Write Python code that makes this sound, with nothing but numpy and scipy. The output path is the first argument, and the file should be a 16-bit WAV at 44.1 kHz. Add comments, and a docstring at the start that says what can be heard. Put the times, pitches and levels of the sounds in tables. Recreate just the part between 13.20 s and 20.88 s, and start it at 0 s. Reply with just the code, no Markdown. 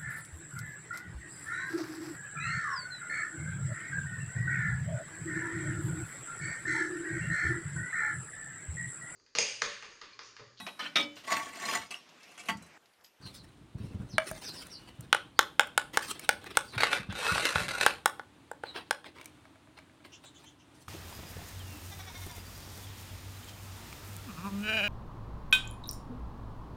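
"""A hollow plastic toy pot is tapped on a table top: each blow rings decaying modes with a short noise crack.
Its lid and other light pieces click the same way; pushes of the pot scrape as random catches ring its wall.
Fingers rub the plastic as finer crackle, and hands bump the table with dull thuds over a low rumble.
Discrete echoes and a diffuse tail make the small room around them.
Small birds, gliding sines with a rough pitch, chirp faintly from outside over a quiet noise background."""
import sys
import numpy as np
from scipy import signal
from scipy.fft import rfft, irfft
from scipy.io import wavfile
from scipy.ndimage import uniform_filter1d

SR = 44100
rng = np.random.default_rng(int(sys.argv[2]) if len(sys.argv) > 2 else 0)


def transcribe(u):
    """Save the signal u as a 16-bit wav file named by the first command-line argument.

    u: samples, shape (n,) or (channels, n), limited to [-1, 1]; the rate is SR.
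    q: integer samples, one column per channel.
    """
    v = np.clip(np.atleast_2d(u).T, -1, 1)
    q = np.round(v * 32767).astype(np.int16)
    wavfile.write(sys.argv[1], SR, q)


N = 338688
TIME = np.arange(N) / SR

# modes of the pot on the table and of its lid, before each blow varies them: pitch_hz, level_db, t60_s
POT_MODES = [(449, -21.5, 0.031), (842, -10.5, 0.014), (1254, -7, 0.0083), (1508, -10, 0.039),
             (1758, -16, 0.022), (2150, -13.5, 0.011), (3075, -12.5, 0.0051), (3510, -30, 0.043),
             (3420, -18.5, 0.016), (3854, -21, 0.022), (5180, -17, 0.01), (6820, -15.5, 0.009),
             (8380, -13, 0.0061), (9125, -12.5, 0.012), (12500, -45.5, 0.005)]
LID_MODES = [(641, -10.5, 0.096), (980, -9, 0.01), (1270, -16.5, 0.045), (1585, -13, 0.012),
             (2280, -15.5, 0.03), (3100, -12.5, 0.0049), (3000, -11, 0.0049), (5960, -20.5, 0.0062),
             (9330, -16.5, 0.0097)]
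# the pot meets the table; the lid and other light pieces click: start_s, level_db,
# edge_db (+ on the rim, - flat on the base), tick_db (against the level)
POT_TAPS = [(1.927, -15, 6.5, -8.5), (1.946, -24, -4.5, -8), (2.19, -13, 2.5, -5), (2.394, -13.5, 3, -8.5),
            (2.406, -26.5, -6, -8), (2.576, -18, 0.5, -3), (2.771, -18.5, -2, -4), (3.09, -17, 2, -2.5),
            (3.241, -46, -7.5, -3.5), (3.37, -17, -0.5, -.5), (3.578, -35, 8, -8), (3.632, -17, 1, -16.5),
            (3.729, -24.5, 9, -21), (3.924, -40, -4, -7), (4.065, -28, 4, -16), (4.156, -32.5, -15, -14),
            (4.178, -25, -3, -16), (4.252, -41, 29, 9), (4.356, -22.5, -2.5, -21), (4.481, -36, 6.5, -5),
            (4.662, -14.5, -4, -5.5), (4.857, -17.5, -4.5, -2), (4.994, -36, -9.5, -21),
            (5.313, -38, -21.5, -7), (5.435, -34, -15, -18), (5.561, -38.5, 0.5, -15), (5.577, -49, -6, -8),
            (5.708, -21.5, -1, -5), (5.842, -47.5, 3, -14)]
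LID_TAPS = [(0.98, -19, 3.5, -10.5), (1.111, -39.5, -14.5, 1), (1.424, -56, 12, 4), (1.467, -63, -1, 17),
            (1.806, -59.5, -7, 15), (2.47, -54, 3, 6), (2.993, -50, 14, 12.5), (5.983, -54.5, 12.5, -9),
            (6.011, -54, 18, 2), (6.043, -65, 12, 12), (6.056, -57.5, 21, 16.5), (6.252, -54.5, -2, -13),
            (6.355, -60, -3, -14), (6.471, -60, -7.5, -24), (6.586, -51.5, 8, -7), (6.695, -61, 0, -24),
            (6.802, -62, -2, -27), (6.847, -54.5, 11, -14)]
# knock, ring, clack and tick regions of a blow: low_hz, high_hz
TAP_BANDS = [(300, 1200), (1200, 2000), (2000, 5000), (5000, 16000)]
# a blow on the rim trades low knock for clack: dB against the level, and dB gained per dB of edge
KNOCK_DB, KNOCK_SLOPE, CLACK_DB, CLACK_SLOPE = -3, -0.45, -3, 0.69
# level at the very top against the tick, and dB gained per dB of tick up to a tick of 0 dB
TOP_DB, TOP_SLOPE = -3.5, 0.5
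TABLE_ECHO_S, TABLE_ECHO_DB = 0.003585, -9

# the pot is pushed over the table, before the mix trims: start_s, length_s, rise_s, level_db, grit_db
PUSHES = [(3.578, 0.097, .003, -30.5, -46), (3.701, 0.063, 0.019, -30.5, -45),
          (3.912, 0.41, 0.17, -28, -38), (4.342, 0.091, 0.024, -32, -42), (4.483, 0.23, 0.0069, -34.5, -46)]
PUSH_SAG_DB_PER_S, PUSH_RELEASE_S = -7, 0.032
# the base snags and the scrape flares up, before the mix trims: start_s, level_db
SNAGS = [(3.607, -26.5), (3.634, -25), (3.73, -29), (4.253, -25), (4.611, -20.5), (4.626, -25),
         (4.665, -30)]
SNAG_DECAY_S, SNAG_GRIT_DB = 0.011, -10.5  # grit against the snag's level
# resonances of sliding and rubbing (the level is halved, then offset, in use): pitch_hz, width_hz, level_db
SLIDE_PEAKS = [(1020, 240, -4.5), (1446, 71, -6.5), (2070, 92, -17.5), (2630, 130, -3), (3650, 120, -13),
               (3940, 590, -5), (4420, 17, -15.5), (5760, 1200, -1.5), (7310, 33, -16.5), (8880, 310, -15)]
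# broad colour under the sliding resonances: pitch_hz, level_db
SLIDE_COLOUR = [(120, -55.5), (200, -23), (491, -9.5), (696, -12), (851, -13.5), (933, -17), (1450, -6),
                (1940, -11), (2610, -10.5), (3370, -18), (4520, -16.5), (5520, -25.5), (8270, -18.5),
                (16000, -32)]

# a finger or an edge drags over the plastic, before the mix trims: start_s, length_s, hollow_db, hiss_db
RUBS = [(0.0, 0.09, -53.5, -58.5), (0.137, 0.037, -56.5, -53), (0.225, .15, -66, -71),
        (0.573, 0.32, -57, -63.5), (1.013, 0.11, -56, -52.5), (1.066, 0.023, -36, -38),
        (1.143, .34, -46.5, -48.5), (1.505, 0.31, -59, -66), (1.823, 0.096, -57, -68),
        (2.728, 0.018, -38, -43), (2.812, 0.071, -39.5, -41), (2.907, 0.23, -50.5, -58),
        (3.211, 0.14, -45, -56), (3.43, 0.066, -69, -56), (3.521, 0.04, -43, -58),
        (3.888, 0.013, -35.5, -54), (5.427, .19, -47.5, -60.5), (5.534, 0.034, -41.5, -57),
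        (5.84, 0.016, -49, -60), (5.941, 0.12, -55, -66), (6.567, 0.0086, -49, -64),
        (6.839, 0.018, -53, -62), (6.894, 0.437, -63, -67.5), (7.538, .14, -66, -62.5)]
RUB_RISE_S, RUB_SAG_DB_PER_S, RUB_RELEASE_S = 0.013, 0, 0.033
# broad colour of the rubbing: pitch_hz, level_db
RUB_COLOUR = [(300, 5), (600, -1), (1000, -3.5), (1500, -1), (2200, -2.5), (3500, 4), (5000, 2),
              (7000, -8.5), (9400, -2), (10500, -13.5), (15500, -15.5)]

# hands bump the table: start_s, peak_db
BUMPS = [(0.051, -40.5), (.547, -31.5), (0.599, -31), (.635, -31.5), (0.744, -30.5), (.795, -31),
         (0.935, -33.5), (1.108, -37.5), (1.788, -35), (3.561, -30.5), (3.792, -36), (3.888, -29),
         (4.115, -27), (4.352, -27), (4.405, -31)]
SHAKE_DB, SHAKE_DECAY_S = -17.5, 0.079  # the table shakes on after a bump: level against the bump
LEAN_UNTIL_S, LEAN_DB = 4.76, -59.5  # low rumble while a hand leans on the table

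# reverberation time, before each reverb scales it: pitch_hz, t60_s
ROOM_T60 = [(200, 0.43), (1500, 0.17), (4000, 0.27), (9000, 0.14), (16000, 0.39)]
# separate wall reflections: delay_s, level_db
WALL_ECHOES = [(0.0123, -30), (.0172, -24.5), (0.0191, -21), (.0225, -27), (.038, -24)]

# one bird slurs whistles, before the direct and wet mix: start_s, start_hz, end_hz, level_db
WHISTLES = [(.015, 4580, 4000, -51.5), (.14, 5230, 3900, -58.5), (0.888, 6070, 3700, -52.5),
            (1.232, 6100, 4100, -41), (1.338, 5470, 4700, -47), (1.5, 5720, 4300, -46),
            (2.159, 4400, 5800, -54.5), (3.462, 4780, 3900, -54.5), (5.445, 4290, 3750, -50.5)]
WHISTLE_S, WHISTLE_OCTAVE_DB, WHISTLE_RASP = 0.063, -22, 0.045  # rasp: wobble as a share of the pitch
# another gives a run of husky cheeps, before the same mix: start_s, pitch_hz, level_db
CHEEPS = [(6.918, 3070, -52), (7.043, 3720, -55), (7.143, 3400, -58), (7.253, 3110, -56),
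          (7.385, 2920, -65)]
CHEEP_S, CHEEP_OCTAVE_DB, CHEEP_RASP = 0.028, -1, 0.092
NOTE_AT_S, NOTE_S, NOTE_HZ, NOTE_DB = 1.47, 0.3, 2920, -64.5  # a far bird holds one thin note

# tone of the quiet background: pitch_hz, level_db
AMBIENCE_COLOUR = [(25, -26), (50, -14), (78, -1), (150, -2.5), (210, -9), (300, 1), (400, -13),
                   (550, -14.5), (1000, -13.5), (1900, -19), (3700, -21.5), (5500, -31), (9500, -29.5),
                   (11000, -38), (16000, -44.5)]
AMBIENCE_DB = -59
TOP_HZ = 16200  # where the phone's steep treble cut starts


def taps(rows, modes, detune, crack_db, crack_s, wall_db, wall_t60, delay_s):
    """Each blow rings modes and thin wall and cracks; its landing sets the knock, ring, clack and tick."""
    out, t = np.zeros(N), np.arange(4096) / SR
    hz, db, t60 = np.transpose(modes)
    sign = (-1) ** np.arange(len(hz))  # neighbouring modes swing against each other
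    decay = np.exp(-np.log(1000) * np.outer(1 / t60, t))
    lag = int(TABLE_ECHO_S * SR)
    for s, level_db, edge_db, tick_db in rows:
        chance = rng.standard_normal((2, len(hz)))
        size = sign * undb(db + 2.06 * chance[0])
        pitch = hz * (1 + detune * chance[1] * np.sqrt(hz / hz[3]))  # the grip shifts the high modes most
        blow = size @ (np.sin(2 * np.pi * np.outer(pitch, t)) * decay)
        crack = band(rng.standard_normal(len(t)), 2200, 16000, order=1) * np.exp(-t / crack_s)
        blow += undb(crack_db) * crack
        add(blow, 0, undb(wall_db) * band(shell(wall_t60), 570, 3000, order=1))
        # a near surface throws the blow straight back
        blow[lag:] += undb(TABLE_ECHO_DB) * band(blow, 150, 2800, order=1)[:-lag]
        # balance the four regions from their short-term peak power
        powers = [uniform_filter1d(band(blow, lo, hi) ** 2, size=176).max() for lo, hi in TAP_BANDS]
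        now_db = 10 * np.log10(powers)
        shares_db = [KNOCK_DB + KNOCK_SLOPE * edge_db, 0, CLACK_DB + CLACK_SLOPE * edge_db, tick_db]
        knock, ring, clack, tick = level_db + np.array(shares_db) - now_db
        top = tick + TOP_DB + TOP_SLOPE * min(tick_db, 0)  # sharper ticks reach higher
        tone = [(950, knock), (1350, ring), (1750, ring), (2300, clack), (4200, clack),
                (6200, tick), (9500, tick), (15000, top)]
        add(out, s + delay_s, colour(blow, tone))
    return out


def slide(body_trim_db=-2.0, grit_trim_db=-2.0, judder_db=2.5, bite_db=-2):
    """The base catches and slips on the table in uneven spurts; each catch ticks, then rings the pot."""
    body = flares(SNAGS, SNAG_DECAY_S)
    grit = undb(SNAG_GRIT_DB) * body
    for s, length, rise_s, push_db, push_grit_db in PUSHES:
        push = stroke(s, length, rise_s, PUSH_SAG_DB_PER_S, PUSH_RELEASE_S)
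        body = body + undb(push_db) * push
        grit = grit + undb(push_grit_db) * push
    slips = catches(1100, 2.25) * undb(judder_db * walk(79))
    force = undb(bite_db) * slips + wandering(slips, t60=0.043, size=4400)
    # the hand's push, not the contact point, sets the loudness
    force /= np.sqrt(uniform_filter1d(force ** 2, size=1500) + 1e-9)
    scrape = colour(force, SLIDE_COLOUR, SLIDE_PEAKS, peak_db=3.5)
    low = body * unit(band(scrape, 180, 3900))
    high = grit * unit(band(scrape, 4800, 13000))
    return undb(body_trim_db) * low + undb(grit_trim_db) * high


def fingers(hollow_trim_db=-2, hiss_trim_db=-1.5, grip_db=6.0):
    """Skin creeps over the thin wall, with some quick scuffs: fine crackle with a hollow undertone."""
    hollow, hiss = 0, 0
    for s, length, rub_hollow_db, rub_hiss_db in RUBS:
        drag = stroke(s, length, RUB_RISE_S, RUB_SAG_DB_PER_S, RUB_RELEASE_S)
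        hollow = hollow + undb(rub_hollow_db) * drag
        hiss = hiss + undb(rub_hiss_db) * drag
    force = wandering(catches(4500, 0.93) * undb(grip_db * walk(45)), t60=0.016, size=3000)
    rub = colour(force, RUB_COLOUR, SLIDE_PEAKS, peak_db=-10)
    low = hollow * unit(band(rub, 300, 2500, order=2))
    high = hiss * unit(band(rub, 5600, 19000, order=2))
    return undb(hollow_trim_db) * low + undb(hiss_trim_db) * high


def bumps(low_hz=90, high_hz=170, high_db=-3, swell_s=0.0047):
    """Soft pushes of the hand give short, dull thuds in the table over a low rumble."""
    out, t = np.zeros(N), np.arange(4096) / SR
    for s, db in BUMPS:
        pitch = np.exp(0.17 * rng.standard_normal(2))  # both partials vary from thud to thud
        thud = np.sin(2 * np.pi * low_hz * pitch[0] * t)
        thud -= undb(high_db) * np.sin(2 * np.pi * high_hz * pitch[1] * t)
        thud *= t ** 2 * np.exp(-t / swell_s)
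        add(out, s, undb(db) * thud / np.abs(thud).max())
    shake = undb(SHAKE_DB) * flares(BUMPS, SHAKE_DECAY_S)
    lean = undb(LEAN_DB) * stroke(0, LEAN_UNTIL_S, 0.0055, 0, 0.044)
    rumble = unit(band(rng.standard_normal(N), 37, 210, order=2))
    return out + np.hypot(shake, lean) * undb(3.2 * walk(25)) * rumble


def room(x, tail_db=-14.5, tail_top_hz=7000):
    """Hard walls return a few bright echoes; the diffuse tail is duller."""
    out = x + undb(tail_db) * reverb(band(x, 60, tail_top_hz, order=1), 1.234, 0.015)
    for s, db in WALL_ECHOES:
        add(out, s, undb(db) * band(x, 300, 12000, order=1))
    return out


def reverb(x, t60_scale, build_s):
    """Diffuse noise tail of unit energy that swells in, then decays at its own rate in each band."""
    t = np.arange(SR // 2) / SR
    edges = np.geomspace(100, 18000, 9)
    tail = 0
    for lo, hi in zip(edges, edges[1:]):
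        t60 = t60_scale * spectrum_at(ROOM_T60, np.sqrt(lo * hi))
        tail = tail + band(rng.standard_normal(len(t)), lo, hi) * np.exp(-np.log(1000) * t / t60)
    tail *= np.minimum(t / build_s, 1) ** 2
    return signal.fftconvolve(x, tail / np.linalg.norm(tail))[:N]


def birds(direct_db=-7, wet_db=0):
    """Husky whistles: sines and their octaves with a rough pitch, blurred on their way in from outside."""
    out, wobble = np.zeros(N), walk(1100)
    for s, length, start_hz, end_hz, db, octave_db, rasp in chirps():
        u = np.linspace(0, 1, int(length * SR))
        glide = start_hz + (end_hz - start_hz) * np.sin(np.pi * u / 2) ** 2
        hz = glide * (1 + rasp * wobble[int(s * SR):][:len(u)])
        phase = 2 * np.pi * np.cumsum(hz) / SR
        swell = np.sqrt(2 * np.abs(np.sin(np.pi * u)))
        add(out, s, undb(db) * swell * (np.sin(phase) + undb(octave_db) * np.sin(2 * phase)))
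    return undb(direct_db) * out + undb(wet_db) * reverb(out, 0.65, 0.011)


def chirps():
    """Every bird call as start_s, length_s, start_hz, end_hz, level_db, octave_db, rasp."""
    whistles = [(s, WHISTLE_S, start_hz, end_hz, db, WHISTLE_OCTAVE_DB, WHISTLE_RASP)
                for s, start_hz, end_hz, db in WHISTLES]
    cheeps = [(s, CHEEP_S, hz, hz, db, CHEEP_OCTAVE_DB, CHEEP_RASP) for s, hz, db in CHEEPS]
    note = (NOTE_AT_S, NOTE_S, NOTE_HZ, NOTE_HZ, NOTE_DB, WHISTLE_OCTAVE_DB, WHISTLE_RASP)
    return whistles + cheeps + [note]


def ambience(drift_db=-1.05):
    """Quiet, dull noise background whose level drifts a little."""
    noise = unit(colour(rng.standard_normal(N), AMBIENCE_COLOUR))
    return undb(AMBIENCE_DB + drift_db * walk(6.5)) * noise


def catches(per_s, spread_db):
    """Friction: tiny catches at random moments, a few much larger than the rest."""
    size = undb(spread_db * np.minimum(rng.exponential(size=N), 5))
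    return unit((rng.random(N) < per_s / SR) * size * rng.standard_normal(N))


def shell(t60):
    """The crowd of close modes of a thin wall, as met from one random point of contact: decaying noise."""
    t = np.arange(2048) / SR
    ring = rng.standard_normal(len(t)) * np.exp(-np.log(1000) * t / t60)
    return ring / np.linalg.norm(ring)


def wandering(force, t60, size):
    """The contact point moves on every few hundredths of a second, so wall modes take turns to ring."""
    out, fade = np.zeros(N), np.sqrt(signal.windows.hann(size))
    for i in range(0, N - size // 2, size // 2):
        piece = force[i:i + size]
        add(out, i / SR, signal.fftconvolve(piece * fade[:len(piece)], shell(t60)))
    return out


def stroke(s, length, rise_s, sag_db_per_s, release_s):
    """Envelope of one hand movement: it rises, sags at the given rate while it lasts, then dies away."""
    t = np.maximum(TIME - s, 0)
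    sag = undb(sag_db_per_s * np.minimum(t, length))
    release = np.exp(-np.clip((t - length) / release_s, 0, 40))
    return np.minimum(t / rise_s, 1) * sag * release


def flares(rows, decay_s):
    """Envelope that jumps at each start_s by level_db and decays."""
    out, t = np.zeros(N), np.arange(SR) / SR
    for s, db in rows:
        add(out, s, undb(db) * np.exp(-t / decay_s))
    return out


def walk(rate):
    """Random drift: straight lines between normal random knots, rate knots per second."""
    knots = rng.standard_normal(N // 20)
    return np.interp(TIME * rate, np.arange(len(knots)), knots)


def colour(x, points, peaks=(), peak_db=0, size=4096):
    """Causal minimum-phase filter with a broad spectrum and resonances that stand out of it."""
    hz = np.arange(size // 2 + 1) * SR / size
    resonance = sum(undb(db / 2) / (1 + (2 * (hz - f) / w) ** 2) for f, w, db in peaks)
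    gain = undb(spectrum_at(points, hz)) * (1 + undb(peak_db) * resonance)
    cepstrum = irfft(np.log(gain))[:size // 2]
    cepstrum[1:] *= 2  # folding the cepstrum puts the energy as early as possible
    return signal.fftconvolve(x, irfft(np.exp(rfft(cepstrum, size))))[:len(x)]


def spectrum_at(points, hz):
    """Read pitch_hz, value points on a log-frequency axis."""
    f, value = np.transpose(points)
    return np.interp(np.log(hz + 1e-3), np.log(f), value)


def band(x, lo_hz, hi_hz, order=3):
    """Causal band-pass."""
    edges = [lo_hz, min(hi_hz, 0.45 * SR)]
    return signal.sosfilt(signal.butter(order, edges, "band", fs=SR, output="sos"), x)


def undb(db):
    """Decibels to gain."""
    return 10 ** (np.asarray(db) / 20)


def unit(x):
    """Scale to rms 1."""
    return x / np.sqrt(np.mean(x ** 2) + 1e-20)


def add(track, s, sound):
    """Mix a sound into a track at time s."""
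    i = max(0, int(s * SR))
    track[i:i + len(sound)] += sound[:N - i]


def scene():
    """Toys and hands in the room, birds and background behind."""
    pot = taps(POT_TAPS, POT_MODES, detune=0.016, crack_db=-7.0, crack_s=0.0011,
               wall_db=7.5, wall_t60=0.03, delay_s=0.001243)
    lid = taps(LID_TAPS, LID_MODES, detune=0.0083, crack_db=-14, crack_s=0.0026,
               wall_db=-2.0, wall_t60=0.052, delay_s=0.0018)
    near = room(pot + lid + slide() + fingers() + bumps())
    return (near + birds() + ambience())[None]


def record(dry):
    """The phone rounds the loudest peaks and cuts the deepest bass and the top."""
    rounded = np.tanh(0.6 * dry) / 0.62
    trimmed = band(rounded, 40, 19000, order=2)
    return signal.sosfilt(signal.ellip(8, 0.2, 70, TOP_HZ, fs=SR, output="sos"), trimmed)


dry = scene()
out = record(dry)
transcribe(out)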